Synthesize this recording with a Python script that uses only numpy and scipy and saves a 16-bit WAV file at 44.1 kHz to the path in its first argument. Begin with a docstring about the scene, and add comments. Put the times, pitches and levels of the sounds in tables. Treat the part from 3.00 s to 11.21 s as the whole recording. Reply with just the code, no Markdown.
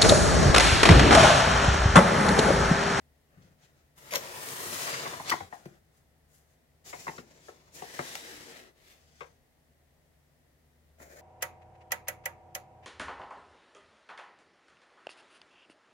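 """A small, quiet room; cardboard packing is handled on a table, a little left of a stereo microphone.
A sheet catches, scrapes out of its box and snaps free; thin pieces slide, knock and are set down,
and fingers brush the card in between. The scrapes are fibres catching and slipping; the knocks ring
the modes of a panel. The walls answer briefly, and a faint ventilation hum lies under it all."""
import sys
import numpy as np
from scipy import signal
from scipy.fft import rfft, irfft, next_fast_len
from scipy.io import wavfile
from scipy.ndimage import uniform_filter1d, map_coordinates

SR = 44100
rng = np.random.default_rng(int(sys.argv[2]) if len(sys.argv) > 2 else 0)


def transcribe(u):
    """Save the signal u as a 16-bit wav file named by the first command-line argument.

    u: samples, shape (n,) or (channels, n), limited to [-1, 1]; the rate is SR.
    q: integer samples, one column per channel.
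    """
    v = np.clip(np.atleast_2d(u).T, -1, 1)
    q = np.round(v * 32767).astype(np.int16)
    wavfile.write(sys.argv[1], SR, q)


N = 362061

# The long pull out of the box. Each row: time in seconds, scrape level in dB, treble fizz level in dB.
PULL_LEVELS = [(0.98, -62.5, -60.5), (1.221, -48, -56), (1.46, -44.5, -43.5), (1.70, -43, -42),
               (1.821, -37.5, -40), (1.98, -37, -51), (2.06, -42, -52.5), (2.245, -50.5, -56.5),
               (2.28, -38, -63), (2.48, -62, -69)]
# The colour of each way of rubbing card. Each row: frequency in Hz, spectral level in dB.
PULL_COLOUR = [(41, -31.5), (70, -18), (129, -0.5), (227, -8.5), (318, -6), (640, 0), (780, -6), (984, -2),
               (1580, -5.5), (1850, -1.5), (2380, -7.5), (6720, -9.5), (15500, -16.5)]
SKIM_COLOUR = [(60, -24), (100, -1.5), (170, 0), (260, -4), (600, -2), (1000, -5.5), (1400, -7),
               (2050, -0.5), (3200, -4), (5300, -1.5), (7200, 0), (8600, -9.5), (15500, -14.5)]
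SLIDE_COLOUR = [(59, -46), (100, -13), (140, -8), (275, -5), (333, 0), (429, -4), (477, 1.5), (576, -6.5),
                (861, -6), (1260, -12), (1920, -5), (2370, -11), (2690, -11), (6530, -12), (15500, -24.5)]
PUSH_COLOUR = [(88, -27), (150, 1), (179, -15), (346, -1.5), (381, -2.5), (681, 1.5), (894, -15.5),
               (1240, -18), (1830, -11.5), (2550, -24), (2760, -31.5), (5990, -25), (6860, -18.5),
               (8330, -28.5), (15500, -24)]
BRUSH_COLOUR = [(88, -32), (150, -5), (268, -14), (481, -12.5), (736, -10), (827, -14), (912, -23),
                (1510, -6), (2600, -4), (6470, -2.5), (15500, -30.5)]
EDGE_COLOUR = [(59, -54), (100, -24), (169, -32), (201, -8), (275, -14), (378, -4.5), (411, -10),
               (668, -7.5), (808, -12), (879, -15.5), (1490, -13), (1840, -6), (2090, -8.5), (3050, -11),
               (15500, -22)]
# How each contact rubs. Each entry: colour, swell to the crest in dB, sag after it in dB,
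# grain from 0 to 1, flutter in dB, lower edge of the fizz in Hz.
CONTACTS = {"finger": (BRUSH_COLOUR, 6.7, 14.7, .42, 1.6, 14000),
            "skim": (SKIM_COLOUR, 3.66, 8, 0.38, 1.7, 7500),
            "slide": (SLIDE_COLOUR, 10, 7.6, .46, .9, 3800),
            "edge": (EDGE_COLOUR, 14.4, 18, 0.64, 0.95, 8500),
            "push": (PUSH_COLOUR, 3.06, 3.9, .4, 2.03, 8500)}
# Short strokes over the card. Each row: start, rise and fall in seconds, scrape level at the crest in dB,
# drone and fizz in dB relative to that, kind of contact.
STROKES = [(0.31, 0.087, .03, -81.5, 14.5, -11, "finger"), (0.42, .005, .1, -68.5, 3, -22, "finger"),
           (0.60, .045, .06, -66.5, -1, -10.5, "finger"), (0.73, .06, .1, -76, 3, -17, "finger"),
           (2.51, 0.027, .24, -64, 4, -1.5, "finger"), (2.93, .055, 0.045, -79.5, 4.5, 5.5, "finger"),
           (3.30, .05, 0.11, -75.5, 3.5, 10.5, "finger"), (3.48, 0.037, 0.056, -79, 1, 2, "finger"),
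           (3.865, 0.033, 0.066, -51.5, -5.5, 0, "skim"), (3.965, .035, .2, -52.5, -4.5, -2, "skim"),
           (4.23, .2, 0.3, -65, 1.5, -8.5, "skim"), (4.42, 0.062, 0.09, -62, -15, -5.5, "finger"),
           (4.74, .01, 0.094, -57.5, -3, 5, "skim"), (4.77, .31, .44, -49, -3.5, 2, "slide"),
           (5.49, 0.08, 0.13, -50.5, -3.5, -10.5, "edge"), (5.76, 0.15, 0.12, -59, -8.5, -5.5, "edge"),
           (5.99, 0.23, 0.15, -66.5, -7, -14.5, "finger"), (8.005, .015, 0.076, -58.5, 1.5, -3.5, "push"),
           (8.11, 0.058, 0.031, -55.5, 0.5, -8, "push")]
# Card knocks on card and table. Each row: start in seconds, level in dB, leading panel mode in Hz,
# thud trim and crack trim in dB, rise in seconds, chatter t60 in seconds.
KNOCKS = [(1.117, -35.5, 563, -11, -8, 0.0059, 0.058), (1.136, -29, 583, -9, -7, 0.0013, 0.08),
          (1.162, -28.5, 567, -7, 1.5, .0004, 0.055), (1.866, -30.5, 970, -15, -23, 0.0052, 0.16),
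          (1.939, -32.5, 1110, -29, -19, 0.0024, .035), (2.048, -29.5, 1140, -9, -17, 0.006, 0.11),
          (2.129, -34.5, 980, -15, -13.5, .004, 0.051), (2.197, -34.5, 840, -6, -15.5, 0.0014, .05),
          (2.311, -21.5, 1010, -12.5, -6.5, 0.0035, 0.07), (2.321, -23.5, 1910, -19, -6, 0.00043, 0.032),
          (2.333, -26.5, 895, -8, -14, 0.0013, 0.0525), (2.404, -33.5, 815, -23, -23.5, 0.0018, 0.028),
          (2.525, -35, 840, -12, -21, 0.00081, .088), (2.656, -43.5, 660, 6, -6.5, 0.00034, 0.043),
          (3.929, -34.5, 850, -13, -13, 0.0014, 0.074), (4.067, -31.5, 994, -12, -23, 0.0042, 0.022),
          (4.078, -31, 920, -3.5, -11.5, 0.00094, 0.105), (4.18, -35, 536, -0.5, -8.5, 0.0016, 0.065),
          (4.482, -39.5, 480, -23, -22, 0.0027, .058), (4.821, -33.5, 463, -4.5, -14, 0.00065, 0.042),
          (4.991, -24.5, 610, -4, -9.5, 0.00016, 0.087), (5.154, -37, 826, -23, 3, .0006, 0.02),
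          (6.207, -38, 530, -7.5, -5.5, 0.00095, 0.13), (7.997, -48, 497, 0.5, -21, 0.0046, 0.07)]
# An edge snaps free. Each row: time in seconds, level in dB, seconds of straining beforehand.
SNAPS = [(1.137, -28, .029), (1.157, -21, .012), (1.487, -37, .002), (2.297, -26.5, .01),
         (2.302, -23.5, .003), (5.153, -33.5, .001)]
# Soft nudges of the box. Each row: start in seconds, level in dB, t60 in seconds.
NUDGES = [(0.365, -53, 0.65), (0.422, -59.5, 0.34), (2.325, -49.5, 0.16), (2.406, -48, 0.15),
          (2.656, -45, 0.047), (4.207, -65, .27)]
# The modes of a cardboard panel. Each row: frequency in Hz, width in Hz, gain in dB.
PANEL_MODES = [(146, 45, -8.5), (234.3, 43, -7.5), (352.5, 39, 1), (526, 120, -0.5), (741, 140, 2),
               (1072, 180, 3), (1447, 540, 0.5), (2000, 290, 5), (2441, 500, -14)]
# The colours of crack, snap, box bump and a blow's direct path. Each row: frequency in Hz, gain in dB.
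CRACK_COLOUR = [(100, -76.5), (1200, -28.5), (2400, 6), (3500, 0.5), (5000, -1.5), (7000, -6.5),
                (9000, -25), (15500, -33.5)]
SNAP_COLOUR = [(40, -58.5), (200, -17), (900, -7), (2000, -2), (3500, -7.5), (6500, -2.5), (9000, -13),
               (15500, -10.5)]
BOX_COLOUR = [(25, -39.5), (50, -23), (110, -3), (175, -2), (230, -13.5), (450, -22), (900, -36),
              (4000, -45)]
DIRECT_COLOUR = [(500, 0.5), (1200, -6), (2500, -1.5), (6000, -10)]
# Stereo image of rubbing and of room air. Each row: frequency in Hz, left-right likeness from 0 to 1.
RUB_LIKENESS = [(100, .85), (500, 1), (1200, 0.67), (2500, 0.2), (6000, 0.093), (15000, 0.1)]
AIR_LIKENESS = [(30, 0.74), (90, 0.97), (300, 0.51), (700, 0.41), (1500, 0), (8000, 0)]
# The decay of the room. Each row: frequency in Hz, t60 in seconds.
ROOM_DECAY = [(150, 0.32), (500, 0.28), (1200, 0.19), (3000, 0.13), (8000, 0.2), (15000, 0.28)]
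# The colour of the room tone. Each row: frequency in Hz, spectral level in dB.
AIR_COLOUR = [(15, -62), (25, -29), (41, -8.5), (73, -10.5), (104, -13), (156, -13), (183, -33), (227, -18),
              (469, -18.5), (631, -26), (782, -25), (997, -26.5), (1950, -28.5), (7100, -34),
              (15500, -34.5)]
# Noise bands of the ventilation. Each row: centre in Hz, width in Hz, level in dB.
VENT_BANDS = [(148, 35, -74.5), (241.7, 25, -82.5), (625, 340, -77.5), (1910, 450, -82)]
# The hum swells now and then. Each row: time of the crest in seconds, dB over the usual level.
HUM_SWELLS = [(0.05, 5), (7.2, 6.5), (8.02, 12)]

DRONE_FOLLOWS, FIZZ_FOLLOWS = 0.43, 1.15  # dB per dB of scrape: a faster stroke is brighter
TOP_HZ = 15850


def pull(drone_offset_db=-0.5, drone_ceiling_db=-44.5):
    """The sheet scrapes out of its box; the panel drones along with it, up to a ceiling."""
    times, scrape_db, fizz_db = np.transpose(PULL_LEVELS)
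    drone_db = np.minimum(scrape_db + drone_offset_db, drone_ceiling_db)
    return rub(times, [scrape_db, drone_db, fizz_db], PULL_COLOUR, grain=.38, flutter_db=.9, fizz_hz=8300)


def strokes():
    """Thin pieces and fingers stroke the card; the hand speeds up to a crest and slows again."""
    out = np.zeros((2, N))
    for start, rise, fall, db, drone_db, fizz_db, contact in STROKES:
        colour, swell_db, sag_db, grain, flutter_db, fizz_hz = CONTACTS[contact]
        times = [start, start + rise, start + rise + fall]
        speed_db = np.array([-swell_db, 0, -sag_db])
        levels_db = [db + speed_db,
                     db + drone_db + DRONE_FOLLOWS * speed_db,
                     db + fizz_db + FIZZ_FOLLOWS * speed_db]
        out += rub(times, levels_db, colour, grain, flutter_db, fizz_hz)
    return out


def rub(times, levels_db, colour, grain, flutter_db, fizz_hz, drone_hz=1400, fade_s=.025):
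    """Fibres catch and slip; the panel drones below the scrape, the finest fibres fizz above it."""
    start, end = times[0] - fade_s, times[-1] + fade_s
    t = np.arange(max(int(start * SR), 0), min(int(end * SR), N)) / SR
    catches = np.exp(grain * rng.standard_normal(len(t))) * amp(flutter_db * wobble(70.6)[:len(t)])
    friction = sheet_ripple(coloured(stereo_noise(RUB_LIKENESS, len(t)) * catches, colour))
    drone = filtered(friction, lambda hz: 1 / (1 + (hz / drone_hz) ** 4))
    fizz = filtered(friction, lambda hz: 1 - 1 / (1 + (hz / fizz_hz) ** 4))
    scrape = friction - drone - fizz
    bands = zip([scrape, drone, fizz], levels_db)
    sound = sum(unit(band) * amp(np.interp(t, times, db)) for band, db in bands)
    fade = np.interp(t, [start, times[0], times[-1], end], [0, 1, 1, 0])
    out = np.zeros((2, N))
    add(out, t[0], sound * fade)
    return out


def sheet_ripple(x, depth_db=2.0, spacing_hz=150, shift_s=.2):
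    """A sheet's close, damped modes ripple the spectrum of a rub, and shift as the contact moves."""
    hz, t, spectra = signal.stft(x, SR, nperseg=1024)
    grid = np.meshgrid(hz / spacing_hz, t / shift_s, indexing="ij")
    ripple = map_coordinates(rng.standard_normal((200, 24)), grid, mode="mirror")
    return signal.istft(spectra * amp(depth_db * ripple), SR, nperseg=1024)[1][:, :x.shape[1]]


def knocks(split_hz=420, reach=2.5, lead_width_hz=90):
    """Each blow bends the whole panel (thud), rings its modes, one above all, and cracks at the edge."""
    out = np.zeros((2, N))
    for start, db, lead_hz, thud_db, crack_db, rise, chatter_t60 in KNOCKS:
        force = contact_force(chatter_t60, touch=20.0, rise=rise)
        panel = butterworth(resonant(force, PANEL_MODES), 62, "high")
        upper_modes = butterworth(panel, split_hz, "high")
        # a soft blow on the middle of a panel sounds low and reaches fewer of the high modes
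        ring = amp(-6) * burst(butterworth(upper_modes, reach * lead_hz, "low"))
        lead = amp(-5) * burst(resonant(panel, [(lead_hz, lead_width_hz, 0)]))
        thud = amp(thud_db - 4) * burst(butterworth(panel, split_hz, "low"))
        crack = amp(crack_db - 5) * burst(coloured(force, CRACK_COLOUR))
        add(out, start, amp(db) * scatter(ring + lead + thud + crack))
    return out


def snaps(strain_db=(-18.5, -10), t60=0.02):
    """A caught edge tears ever louder, then jumps free with a bright snap."""
    out = np.zeros((2, N))
    for snap_s, db, strain_s in SNAPS:
        t = np.arange(SR // 4) / SR - strain_s
        level_db = np.where(t < 0, np.interp(t, [-strain_s, 0], strain_db), -60 * t / t60)
        snap = burst(coloured(grit(len(t)) * amp(level_db), SNAP_COLOUR))
        add(out, snap_s - strain_s, amp(db) * scatter(snap))
    return out


def nudges():
    """The box shifts with a dull, hollow bump."""
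    out = np.zeros((2, N))
    for start, db, t60 in NUDGES:
        bump = burst(coloured(contact_force(t60, touch=3, rise=0.0055), BOX_COLOUR))
        add(out, start, amp(db) * scatter(bump))
    return out


def contact_force(t60, touch, rise):
    """A square blow starts with a sharp touch, a glancing one swells; then it chatters out."""
    t = np.arange(SR // 4) / SR
    force = unit(grit(len(t))) * amp(-60 * t / t60) * (1 - np.exp(-t / rise))
    force[0] += touch * np.exp(-rise / .001)
    return force


def scatter(x, echo_db=-4, t60=0.0091, lowest_hz=650):
    """Table, box and hands throw a blow back from close by, differently for each spot and microphone."""
    t = np.arange(SR // 25) / SR
    echoes = butterworth(rng.standard_normal((2, len(t))) * amp(-60 * t / t60), lowest_hz, "high")
    echoes /= np.linalg.norm(echoes, axis=1, keepdims=True)
    reflected = signal.fftconvolve(x[None], echoes, axes=1)[:, :len(x)]
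    return coloured(x, DIRECT_COLOUR) + amp(echo_db) * reflected


def room(x, walls_db, left_lead_s=0.0002896):
    """The left microphone hears the card first; the walls, farther off, answer later."""
    direct = filtered(x, lambda hz: np.exp(1j * np.pi * hz * left_lead_s * np.array([[1], [-1]])))
    walls = np.pad(amp(walls_db) * wall_tail(), ((0, 0), (300, 0)))  # about 7 ms late
    return direct + signal.fftconvolve(x, walls, axes=1)[:, :N]


def wall_tail():
    """A diffuse answer of energy 1 at each microphone; every frequency dies at its own speed."""
    hz, t, spectra = signal.stft(stereo_noise(AIR_LIKENESS)[:, :SR // 2], SR, nperseg=256)
    decay = amp(-60 * t / along(ROOM_DECAY, hz)[:, None])
    tail = signal.istft(spectra * decay, SR, nperseg=256)[1]
    return tail / np.linalg.norm(tail, axis=1, keepdims=True)


def room_tone(air_db=-70, hum_db=-74, hum_hz=74.3, flicker_db=2.0, swell_half_s=.22):
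    """Soft, even air noise and the bands of a ventilation system, over its wavering low hum."""
    t = np.arange(N) / SR
    air = amp(air_db) * unit(coloured(stereo_noise(AIR_LIKENESS), AIR_COLOUR))
    noise = stereo_noise(AIR_LIKENESS)
    ducts = sum(amp(db) * unit(filtered(noise, lambda hz: 1 / (1 + (2 * (hz - centre) / width) ** 2)))
                for centre, width, db in VENT_BANDS)
    swell_db = sum(db * np.exp(-((t - crest) / swell_half_s) ** 2) for crest, db in HUM_SWELLS)
    hum_gain = amp(hum_db + swell_db + flicker_db * wobble(3.4))
    hum = hum_gain * unit(np.sin(2 * np.pi * hum_hz * t + wobble(15.0)))
    return (air + ducts + hum) * amp([[.9], [-.9]])


def stereo_noise(likeness, n=N):
    """White noise with a given likeness between left and right."""
    def mid_side_gains(hz):
        angle = np.arccos(np.clip(along(likeness, hz), -1, 1)) / 2
        return np.array([np.cos(angle), np.sin(angle)])
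    mid, side = filtered(rng.standard_normal((2, n)), mid_side_gains)
    return np.array([mid + side, mid - side])


def grit(n):
    """Spiky noise, n samples long."""
    noise = rng.standard_normal(n)
    return noise * np.abs(noise)


def wobble(rate):
    """A smooth random curve, rate knots a second."""
    return map_coordinates(rng.standard_normal(int(N * rate / SR) + 4), [np.arange(N) * rate / SR])


def amp(db):
    """Decibels to gain."""
    return 10 ** (np.asarray(db) / 20)


def unit(x):
    """x at rms 1."""
    return x / np.sqrt(np.mean(x ** 2) + 1e-30)


def burst(x):
    """x at rms 1 over its loudest 5 ms."""
    return x / np.sqrt(uniform_filter1d(x ** 2, size=SR // 200).max())


def along(points, hz):
    """Rows of frequency and value, read on a log frequency axis."""
    knots_hz, values = np.transpose(points)
    return np.interp(np.log(hz + 1), np.log(knots_hz), values)


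def filtered(x, response):
    """x through a complex frequency response."""
    n = x.shape[-1]
    padded = next_fast_len(n + 8192)
    return irfft(rfft(x, padded) * response(np.fft.rfftfreq(padded, 1 / SR)), padded)[..., :n]


def coloured(x, colour):
    """x shaped by a colour table."""
    return filtered(x, lambda hz: amp(along(colour, hz)))


def resonant(x, modes):
    """x ringing in damped modes of alternating sign."""
    return filtered(x, lambda hz: sum(
        (-1) ** k * amp(db) * 1j * hz * width / (centre ** 2 - hz ** 2 + 1j * hz * width)
        for k, (centre, width, db) in enumerate(modes)))


def butterworth(x, hz, kind):
    """Third-order low-pass or high-pass."""
    return signal.sosfilt(signal.butter(3, hz, kind, fs=SR, output="sos"), x)


def add(track, start_s, sound):
    """Mix a stereo sound into the track."""
    part = track[:, round(start_s * SR):][:, :sound.shape[1]]
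    part += sound[:, :part.shape[1]]


def scene():
    """The handling as the microphone hears it, louder on the left, over the room tone."""
    rubbing = room(pull() + strokes(), walls_db=-8.5) * amp([[1.0], [-2.0]])
    blows = room(knocks() + snaps() + nudges(), walls_db=-8) * amp([[2], [-1.8]])
    return rubbing + blows + room_tone()


def record(dry):
    """The treble is cut off at TOP_HZ."""
    return filtered(dry, lambda hz: hz < TOP_HZ)


dry = scene()
out = record(dry)
transcribe(out)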